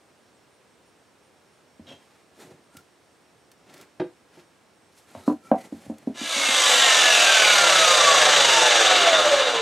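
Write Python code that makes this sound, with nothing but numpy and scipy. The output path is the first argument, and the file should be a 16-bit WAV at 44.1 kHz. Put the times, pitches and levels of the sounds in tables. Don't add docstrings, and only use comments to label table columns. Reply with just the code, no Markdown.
import sys
import numpy as np
from scipy import signal
from scipy.fft import rfft, irfft
from scipy.io import wavfile

SR = 44100
rng = np.random.default_rng(int(sys.argv[2]) if len(sys.argv) > 2 else 0)


def transcribe(u):
    v = np.clip(np.atleast_2d(u).T, -1, 1)
    q = np.round(v * 32767).astype(np.int16)
    wavfile.write(sys.argv[1], SR, q)


N = 423801
TIME = np.arange(N) / SR
HIT_TIME = TIME[:SR // 2]
HZ = np.maximum(np.fft.rfftfreq(2 * N, 1 / SR), 1)
SAW_START_S = 6.14
BLADE_PER_SHAFT = .179


def from_db(db):
    return 10 ** (np.asarray(db) / 20)


def rms_one(x):
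    return x / np.sqrt(np.mean(x ** 2) + 1e-20)


def peak_one(x):
    return x / (np.abs(x).max() + 1e-20)


def curve_db(points):
    hz, db = np.transpose(points)
    return np.interp(np.log(HZ), np.log(hz), db)


def lifts(resonances):
    return sum(lift / (1 + (2 * (HZ - hz) / width) ** 2) for hz, width, lift in resonances)


def colour(x, db):
    return irfft(rfft(x, 2 * N) * from_db(db))[:N]


def band(x, low_hz, high_hz, order=4):
    sos = signal.butter(order, [low_hz, min(high_hz, .48 * SR)], "band", fs=SR, output="sos")
    return signal.sosfilt(sos, x + 1e-18)


def drift(per_s):
    return rms_one(np.interp(TIME * per_s, np.arange(2000), rng.standard_normal(2000)))


def grains(per_s):
    return rms_one((rng.random(N) < per_s / SR) * rng.standard_normal(N))


def wavering(pitch_hz):
    return rms_one(np.sin(2 * np.pi * np.cumsum(pitch_hz) / SR))


def burst(t60):
    return rng.standard_normal(len(HIT_TIME)) * from_db(-60 * HIT_TIME / t60)


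def struck(modes, spread_db, polarity=-1):
    return sum(polarity ** k * from_db(db + spread_db * rng.standard_normal())
               * np.sin(2 * np.pi * hz * HIT_TIME) * from_db(-60 * HIT_TIME / t60)
               for k, (hz, db, t60) in enumerate(modes))


def stroke(s, length, attack_s=.025, release_s=.026):
    return np.exp(-np.maximum(s - TIME, 0) / attack_s - np.maximum(TIME - s - length, 0) / release_s)


def add(out, s, sound):
    start = int(s * SR)
    out[start:start + len(sound)] += sound[:N - start]


def room(x, wet_db, t60, gap_s=.011):
    echoes = burst(t60) * np.clip(HIT_TIME / gap_s - 1, 0, 1)
    return x + from_db(wet_db) * signal.fftconvolve(x, echoes / np.linalg.norm(echoes))[:len(x)]


def background():
    # (frequency [Hz], level [dB])
    room_eq = [(15, -59), (25, -42), (75, -7), (107, -5), (233, -3), (267, -2), (389, -2), (421, -2),
               (1380, -10), (1620, -11.5), (2300, -13.5), (5430, -20), (7100, -21.5), (8810, -21.5),
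               (15500, -38)]
    # (pitch [Hz], wander [Hz], level [dB])
    whines = [(1650, 45, -81), (8400, 90, -85)]
    # (pitch [Hz], roughness [Hz], level [dB], first at [s], repeat [s], length [s])
    beeps = [(5561, 4, -80.5, .14, .157, .1), (8930, 60, -77, .17, .357, .06),
             (8330, 60, -79, .36, .345, .08)]
    out = from_db(-60) * rms_one(colour(rng.standard_normal(N), curve_db(room_eq)))
    for hz, wander_hz, db in whines:
        out += from_db(db) * wavering(hz + wander_hz * (drift(10) + .5 * drift(150)))
    for hz, rough_hz, db, first_s, repeat_s, length_s in beeps:
        loose_time = TIME - first_s + .035 * drift(4)
        from_centre_s = (loose_time + repeat_s / 2) % repeat_s - repeat_s / 2
        gate = 1 / (1 + (2 * from_centre_s / length_s) ** 8)
        out += from_db(db + 4 * np.tanh(drift(3))) * gate * wavering(hz + rough_hz * drift(200))
    return out


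def rubs():
    # (time [s], length [s], low rub [dB], scrape [dB], hiss [dB])
    strokes = [(1.888, 0.039, -48, -53.5, -64), (2.004, 0.21, -77, -64.5, -70),
               (2.401, 0.04, -52, -51.5, -54), (2.477, 0.078, -54.5, -67, -73),
               (2.76, 0.026, -63, -63, -60), (3.673, 0.034, -62, -68, -79), (3.74, 0.078, -57, -56, -63),
               (4.352, 0.045, -61, -55.5, -63), (4.975, 0.024, -81, -61, -56.5),
               (5.092, 0.1, -59, -57, -60.5), (5.237, 0.067, -52, -59, -57),
               (5.455, 0.029, -56, -61, -59.5), (5.59, 0.071, -50, -54.5, -56),
               (5.74, 0.16, -56.5, -59.5, -60.5), (5.966, 0.26, -59, -61.5, -68)]
    # (frequency [Hz], level [dB])
    rub_eq = [(60, -14), (150, 0.5), (400, -3), (800, -7.5), (1400, -7.5), (1900, -4.5), (3300, -10.5),
              (5000, -9.5), (8000, -13.5), (12000, -19), (15500, -33)]
    # (frequency [Hz], width [Hz], lift [dB])
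    scrape_modes = [(367, 27, 6), (825, 110, 4), (1364, 53, 7.5), (2290, 75, 1), (3990, 82, -2),
                    (4240, 79, 4)]
    slips = rng.standard_normal(N) + .28 * grains(600)
    slips = colour(slips, curve_db(rub_eq) + lifts(scrape_modes)) * from_db(2.4 * drift(70))
    low, scrape, hiss = sum(np.outer(from_db(dbs), stroke(s, length)) for s, length, *dbs in strokes)
    out = low * rms_one(band(slips, 100, 700))
    out += scrape * rms_one(band(slips, 660, 6800))
    out += hiss * rms_one(band(slips, 3900, 18000))
    return room(out, wet_db=-13, t60=.44)


def squeaks():
    # (time [s], length [s], pitch [Hz], width [Hz], level [dB])
    drags = [(5.17, .1, 3900, 260, -65), (5.25, 0.044, 4200, 200, -64), (5.24, 0.044, 1300, 70, -57),
             (5.462, .045, 1350, 79, -55), (5.465, .04, 2330, 110, -65), (5.58, .07, 2000, 250, -59),
             (2.765, .02, 1380, 76, -59)]
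    out = np.zeros(N)
    for s, length, hz, width, db in drags:
        squeak = band(rng.standard_normal(N), hz - width / 2, hz + width / 2, order=2)
        out += from_db(db) * stroke(s, length) * rms_one(squeak)
    return out


def ticks():
    # (time [s], level [dB])
    snaps = [(2.769, -34.5), (3.516, -44), (3.74, -42), (3.778, -43), (3.812, -40), (5.15, -51),
             (5.237, -47), (5.325, -45), (5.983, -42.5)]
    out = np.zeros(N)
    for s, db in snaps:
        add(out, s, from_db(db) * peak_one(band(burst(t60=.036), 1500, 10000, order=1)))
    return room(out, wet_db=-15, t60=.11)


def jingles():
    # (time [s], level [dB])
    touches = [(1.869, -45), (1.879, -46), (1.889, -39), (1.903, -42), (1.921, -41)]
    # (frequency [Hz], level [dB], t60 [s])
    modes = [(2654, -7, 0.08), (2891, -4, .09), (3150, 0, 0.14), (3215, -1, .14), (3450, -8, .07),
             (3710, -8, .07), (3930, -4, .08), (5500, -9, .06), (6500, -11, .08)]
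    out = np.zeros(N)
    for s, db in touches:
        scratch = band(burst(t60=.05), 2500, 7000, order=2)
        add(out, s, from_db(db) * peak_one(struck(modes, spread_db=7) + scratch))
    return room(out, wet_db=-5, t60=.2)


def plank():
    # (time [s], peak [dB], contact noise against the ring [dB])
    landings = [(3.998, -16.5, 2), (4.014, -20.5, -10), (4.37, -42, -8)]
    # (frequency [Hz], level [dB], t60 [s])
    modes = [(161, -5, 0.1), (304, -0.5, 0.1), (353, 4, 0.15), (376, 0, 0.11), (492, -2, 0.07),
             (565, -14, 0.064), (640, -1.5, 0.07), (820, -7, 0.057), (920, -4, 0.047), (1214, -9, 0.049),
             (1460, -11, 0.032), (1610, -12, 0.046), (2040, -16, 0.034), (2450, -17, 0.043),
             (3150, -21, 0.027), (3780, -20, 0.033)]
    attack = 1 - np.exp(-HIT_TIME / .0017)
    out = np.zeros(N)
    for s, db, contact_db in landings:
        contact = from_db(contact_db) * band(burst(t60=.049), 400, 2800, order=2)
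        blow = room((struck(modes, spread_db=3) + contact) * attack, wet_db=-8.5, t60=.19)
        add(out, s, from_db(db) * peak_one(band(blow, 85, 6900, order=2)))
    return out


def board_knocks():
    # (time [s], thud [dB], thud pitch [Hz], body [dB], clack [dB], crack [dB], floor
    # [dB])
    knocks = [(1.795, -37, 223, -49, -60, -56, -50), (1.913, -44, 260, -39, -52, -56, -59),
              (2.749, -46.5, 297, -52, -59, -59, -49), (5.15, -39, 267, -29.5, -33, -46, -43),
              (5.278, -9.5, 280, -18, -18, -38, -53), (5.299, -13.5, 295, -25, -26, -50, -56),
              (5.515, -10, 266, -5, -16, -34, -44), (5.543, -28, 255, -25, -30, -52, -52),
              (5.724, -25, 302, -38, -56, -64, -49), (5.864, -38, 195, -47, -62, -60, -44),
              (5.898, -22, 246, -31, -52, -62, -53), (6.073, -17, 262, -29.5, -46, -63, -50),
              (6.213, -26.5, 255, -45, -58, -61, -55), (6.363, -31, 254, -50, -60, -58, -56),
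              (6.487, -32.5, 244, -46, -58, -58, -51)]
    # (frequency [Hz], level [dB], t60 [s])
    stack_modes = [(181.4, -1.5, 0.11), (229.7, -1.5, 0.082), (297.4, 0.5, 0.086), (460, -10.5, 0.1),
                   (548.6, 3.5, 0.076), (569, -2, 0.094), (634, 5.5, 0.098), (682, 6.5, 0.081),
                   (760, 2, 0.12), (799, 2.5, 0.047), (915, -0.5, 0.097), (992, 6.5, 0.065),
                   (1098, 0.5, 0.068), (1270, -8, 0.039), (1570, -6, .09), (1960, -9, .06),
                   (2680, -20, 0.076), (3120, -16, .05)]
    floor_modes = [(92, -8, .22), (129, -3, .041), (159, -5, .069)]
    lead_s, floor_lag_s = .0005, .0117
    out = np.zeros(N)
    for s, thud_db, pitch_hz, body_db, clack_db, crack_db, floor_db in knocks:
        contact = from_db(8.5) * band(burst(t60=.095), 330, 3500, order=2)
        stack = struck(stack_modes, spread_db=2, polarity=1)
        bend = struck([(pitch_hz, 6, .065)], spread_db=.5)
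        wood = room(stack + bend + contact, wet_db=-7, t60=.125)
        thud = from_db(thud_db) * peak_one(band(wood, 210, 380, order=3))
        body = from_db(body_db) * peak_one(band(wood, 520, 910, order=3))
        clack = from_db(clack_db) * peak_one(band(wood, 860, 1540, order=3))
        crack = from_db(crack_db) * peak_one(band(wood, 1520, 3100, order=2))
        add(out, s - lead_s, thud + body + clack + crack)
        thump = band(struck(floor_modes, spread_db=5), 50, 220, order=2)
        add(out, s + floor_lag_s, from_db(floor_db) * peak_one(thump))
    return out


def gear_clanks():
    # (time [s], peak [dB], favoured ring [Hz])
    jolts = [(8.868, -12, 3790), (8.92, -17, 3590), (8.972, -13, 2870), (9.148, -11.5, 3640),
             (9.158, -17, 3760), (9.21, -15, 3580), (9.422, -15, 3560)]
    # (frequency [Hz], level [dB], t60 [s])
    modes = [(1580, -14, 0.09), (2760, -7, 0.09), (2870, -10, 0.14), (3480, -1, 0.11), (3770, -6, 0.15),
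             (4570, -20, .1)]
    out = np.zeros(N)
    for s, db, ring_hz in jolts:
        blade = struck(modes, spread_db=4) + struck([(ring_hz, 0, .14)], spread_db=1)
        add(out, s, from_db(db) * peak_one(room(blade, wet_db=-16, t60=.21)))
    return out


def shaft_speed():
    stop_s, friction = 10.698, 57.52
    drag_speed = 316.72
    left_s = stop_s - np.maximum(TIME, SAW_START_S)
    return drag_speed * np.tan(friction / drag_speed * left_s)


def bearing(turns, speed):
    # (pitch [multiple of ball pass], level [dB])
    harmonics = [(6, -35), (7, -35), (8, -37), (9, -32), (10, -34), (11, -37), (12, -35)]
    balls_per_turn, sings_below = 1.737, 125
    angle = 2 * np.pi * balls_per_turn * turns + .04 * drift(45)
    comb = sum(from_db(db + 2.5 * drift(14)) * np.sin(k * angle) for k, db in harmonics)
    return comb * speed / sings_below / (1 + (speed / sings_below) ** 8)


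def whistles(turns, speed):
    # (pitch [x shaft speed], width [x shaft speed], level [dB], sounds from [Hz], to [Hz])
    bands = [(11.2, 2.2, -7.5, 2150, 3300), (11.1, .15, -13, 2500, 3100), (14, .15, -9, 2650, 2950),
             (21.2, 1.2, -7.5, 3350, 3950), (28.3, 1.5, -8, 3400, 4000), (22, 2, -9, 2650, 3050),
             (27.3, 3.2, -8.5, 6900, 8300), (56.7, 1.5, -28, 9400, 12300), (56.7, 1.5, -41, 12500, 14500),
             (85, 1.9, -29.5, 9200, 11800), (113.2, 2.2, -34.5, 9200, 11700),
             (141.4, 2.6, -41, 9600, 12200)]
    out = np.zeros(N)
    for multiple, width, db, low_hz, high_hz in bands:
        noise = rng.standard_normal(9000) + 1j * rng.standard_normal(9000)
        flutter = np.interp(turns * width, np.arange(9000), noise)
        whistle = np.real(flutter * np.exp(2j * np.pi * multiple * turns))
        pitch_hz = multiple * speed
        in_range = 1 / (1 + (low_hz / pitch_hz) ** 20 + (pitch_hz / high_hz) ** 20)
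        out += from_db(db) * in_range * rms_one(whistle * from_db(2.2 * drift(20)))
    return out


def gear_whine(turns):
    # (frequency [Hz], width [Hz], level [dB])
    case_modes = [(450, 15, -21), (527, 7.6, -24.5), (576, 3.2, -6.5), (604, 5.6, -13.5), (661, 24, -14.5),
                  (722, 37, -21), (826, 11, -31), (896, 29, -18.5), (1100, 11, -26), (1151, 20, -13.5),
                  (1150, 19, -50), (1247, 25, -20.5), (1289, 19, -19), (1392, 21, -18.5), (1477, 94, -22.5),
                  (1548, 8.8, -21), (1576, 14, -19), (1700, 13, -15.5), (1787, 16, -16.5), (1870, 18, -35),
                  (2136, 75, -20.5)]
    teeth, direct_top_hz, wall_lag_s = 7, 2290, .022
    angle = 2 * np.pi * teeth * turns + .4 * drift(70)
    load = (1 + .33 * np.sin(2 * np.pi * BLADE_PER_SHAFT * turns)) * from_db(1.3 * drift(45))
    mesh = load * (np.sin(angle) + from_db(-15) * np.sin(2 * angle))
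    case = from_db(-1) * sum(from_db(db) / (1 + 2j * (HZ - hz) / width) for hz, width, db in case_modes)
    direct = from_db(-38) / (1 + (HZ / direct_top_hz) ** 20)
    wall = 1 + from_db(-10) * np.exp(-2j * np.pi * HZ * wall_lag_s)
    tone = irfft(rfft(mesh, 2 * N) * (case + direct) * wall)[:N]
    return room(tone, wet_db=-12, t60=.22)


def saw():
    # (pitch [x shaft speed], level against the rattle [dB])
    orders = [(.89, -16), (1, -25), (1.19, -24), (1.78, -22), (2, -25), (2.66, -21), (3, -20), (3.22, -25),
              (3.55, -22), (4, -19), (5, -19), (6, -20.5), (7.96, -24), (8.78, -25), (10.5, -25),
              (11.12, -24), (12.2, -26), (12.95, -27), (14, -22), (15.7, -28), (21.05, -24), (22.2, -26),
              (28.3, -25)]
    # (frequency [Hz], level [dB])
    saw_eq = [(40, -77), (70, -26.5), (110, -29.5), (200, -43), (350, -17), (520, -3), (1000, -14),
              (2000, -11.5), (3800, -3.5), (5200, -10), (8000, -9.5), (9300, -23.5), (12000, -33),
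              (15300, -49.5)]
    # (frequency [Hz], width [Hz], lift [dB])
    housing = [(164.5, 25, 14.5), (178, 160, 15.5), (186, 25, 3.5), (286.4, 126, 14.5), (343.4, 13, 12),
               (516, 13, 6), (639, 110, 7.5), (729, 25, 11), (848, 150, 7.5), (1052, 154, 7.5),
               (1144, 38, 6), (1294, 320, 10.5), (1404, 8.4, 7), (1762, 685, 16)]
    # (frequency [Hz], width [Hz], lift [dB])
    blade_rings = [(2068, 240, 11.5), (2327, 60, 6), (2420, 77, 2.5), (2678, 56, 9.5), (2860, 58, 10.5),
                   (3010, 140, 6), (3243, 77, 5.5), (3466, 47, 7), (3560, 103, 9), (3770, 33, 9),
                   (3840, 50, 6.5), (3975, 55, 6), (4260, 29, 3), (4560, 29, 4), (4755, 110, 7.5),
                   (5090, 39, 4.5), (5236, 23, 5), (5465, 22, 5), (5626, 32, 9.5), (5880, 170, 7.5),
                   (6050, 250, 4.5), (6360, 30, 5.5), (6596, 200, 8), (6700, 45, 6), (6830, 45, 5.5),
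                   (7090, 55, 4.5), (7373, 40, 3), (7800, 24, 2), (8037, 18, 1), (8165, 91, 4.5),
                   (8470, 40, 6), (8710, 20, 1), (9007, 19, -2), (9465, 39, 4)]
    # (from [Hz], to [Hz],
    # level at mid speed [dB], change per doubling of speed [dB], dies away below [turns/s])
    layers = [(40, 423, -41.5, -2, 79), (416, 1848, -21, -3.5, 100), (2172, 4560, -19, -0.5, 92),
              (4480, 9330, -23, -1.5, 113.7), (9120, 20000, -39, 5, 88)]
    mid_speed, fade_in_s = 175, .59
    speed = shaft_speed()
    turns = np.cumsum(speed) / SR
    tones = sum(from_db(db + 2.2 * drift(14)) * np.sin(2 * np.pi * k * turns + .025 * k * drift(45))
                for k, db in orders)
    rattle = rms_one(rng.standard_normal(N) + .5 * grains(7000))
    drive = rattle + room(tones, wet_db=-3, t60=.2)
    machine = colour(drive, curve_db(saw_eq) + lifts(housing) + lifts(blade_rings))
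    out = from_db(-19) * whistles(turns, speed) + gear_whine(turns) + bearing(turns, speed)
    for low_hz, high_hz, db, db_per_doubling, low_speed in layers:
        layer = colour(machine, -20 * np.log10((1 + (low_hz / HZ) ** 20) * (1 + (HZ / high_hz) ** 20)))
        gain = from_db(db + db_per_doubling * np.log2(speed / mid_speed) + .7 * drift(14))
        die_away = 1 / np.sqrt(1 + (low_speed / speed) ** 6.16)
        out += gain * die_away * layer / layer[TIME > SAW_START_S].std()
    blade_angle = 2 * np.pi * BLADE_PER_SHAFT * turns
    throb = 1 + .15 * np.sin(blade_angle) + .06 * np.sin(2 * blade_angle)
    fade_in = np.clip((TIME - SAW_START_S) / fade_in_s, 0, 1) ** .97
    return out * throb * fade_in


def scene():
    # (frequency [Hz], level [dB])
    side_eq = [(30, -10), (70, -72), (300, -30), (1000, -23.5), (2000, -22), (4000, -14), (8000, -14.5),
               (12000, -78)]
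    near = saw() + gear_clanks() + board_knocks() + plank() + jingles() + rubs() + squeaks() + ticks()
    bed = background()
    echoes = room(near, wet_db=-4.5, t60=.19) - near
    side = colour(echoes, curve_db(side_eq)) + from_db(-8) * background()
    return near * from_db([[-.2], [.2]]) + bed * from_db([[-.7], [.7]]) + side * [[1], [-1]]


def record(dry):
    ceiling, cutoff_hz = .8, 15700
    rounded = dry / (1 + (dry / ceiling) ** 8) ** (1 / 8)
    return signal.sosfilt(signal.ellip(10, .1, 80, cutoff_hz, fs=SR, output="sos"), rounded)


dry = scene()
out = record(dry)
transcribe(out)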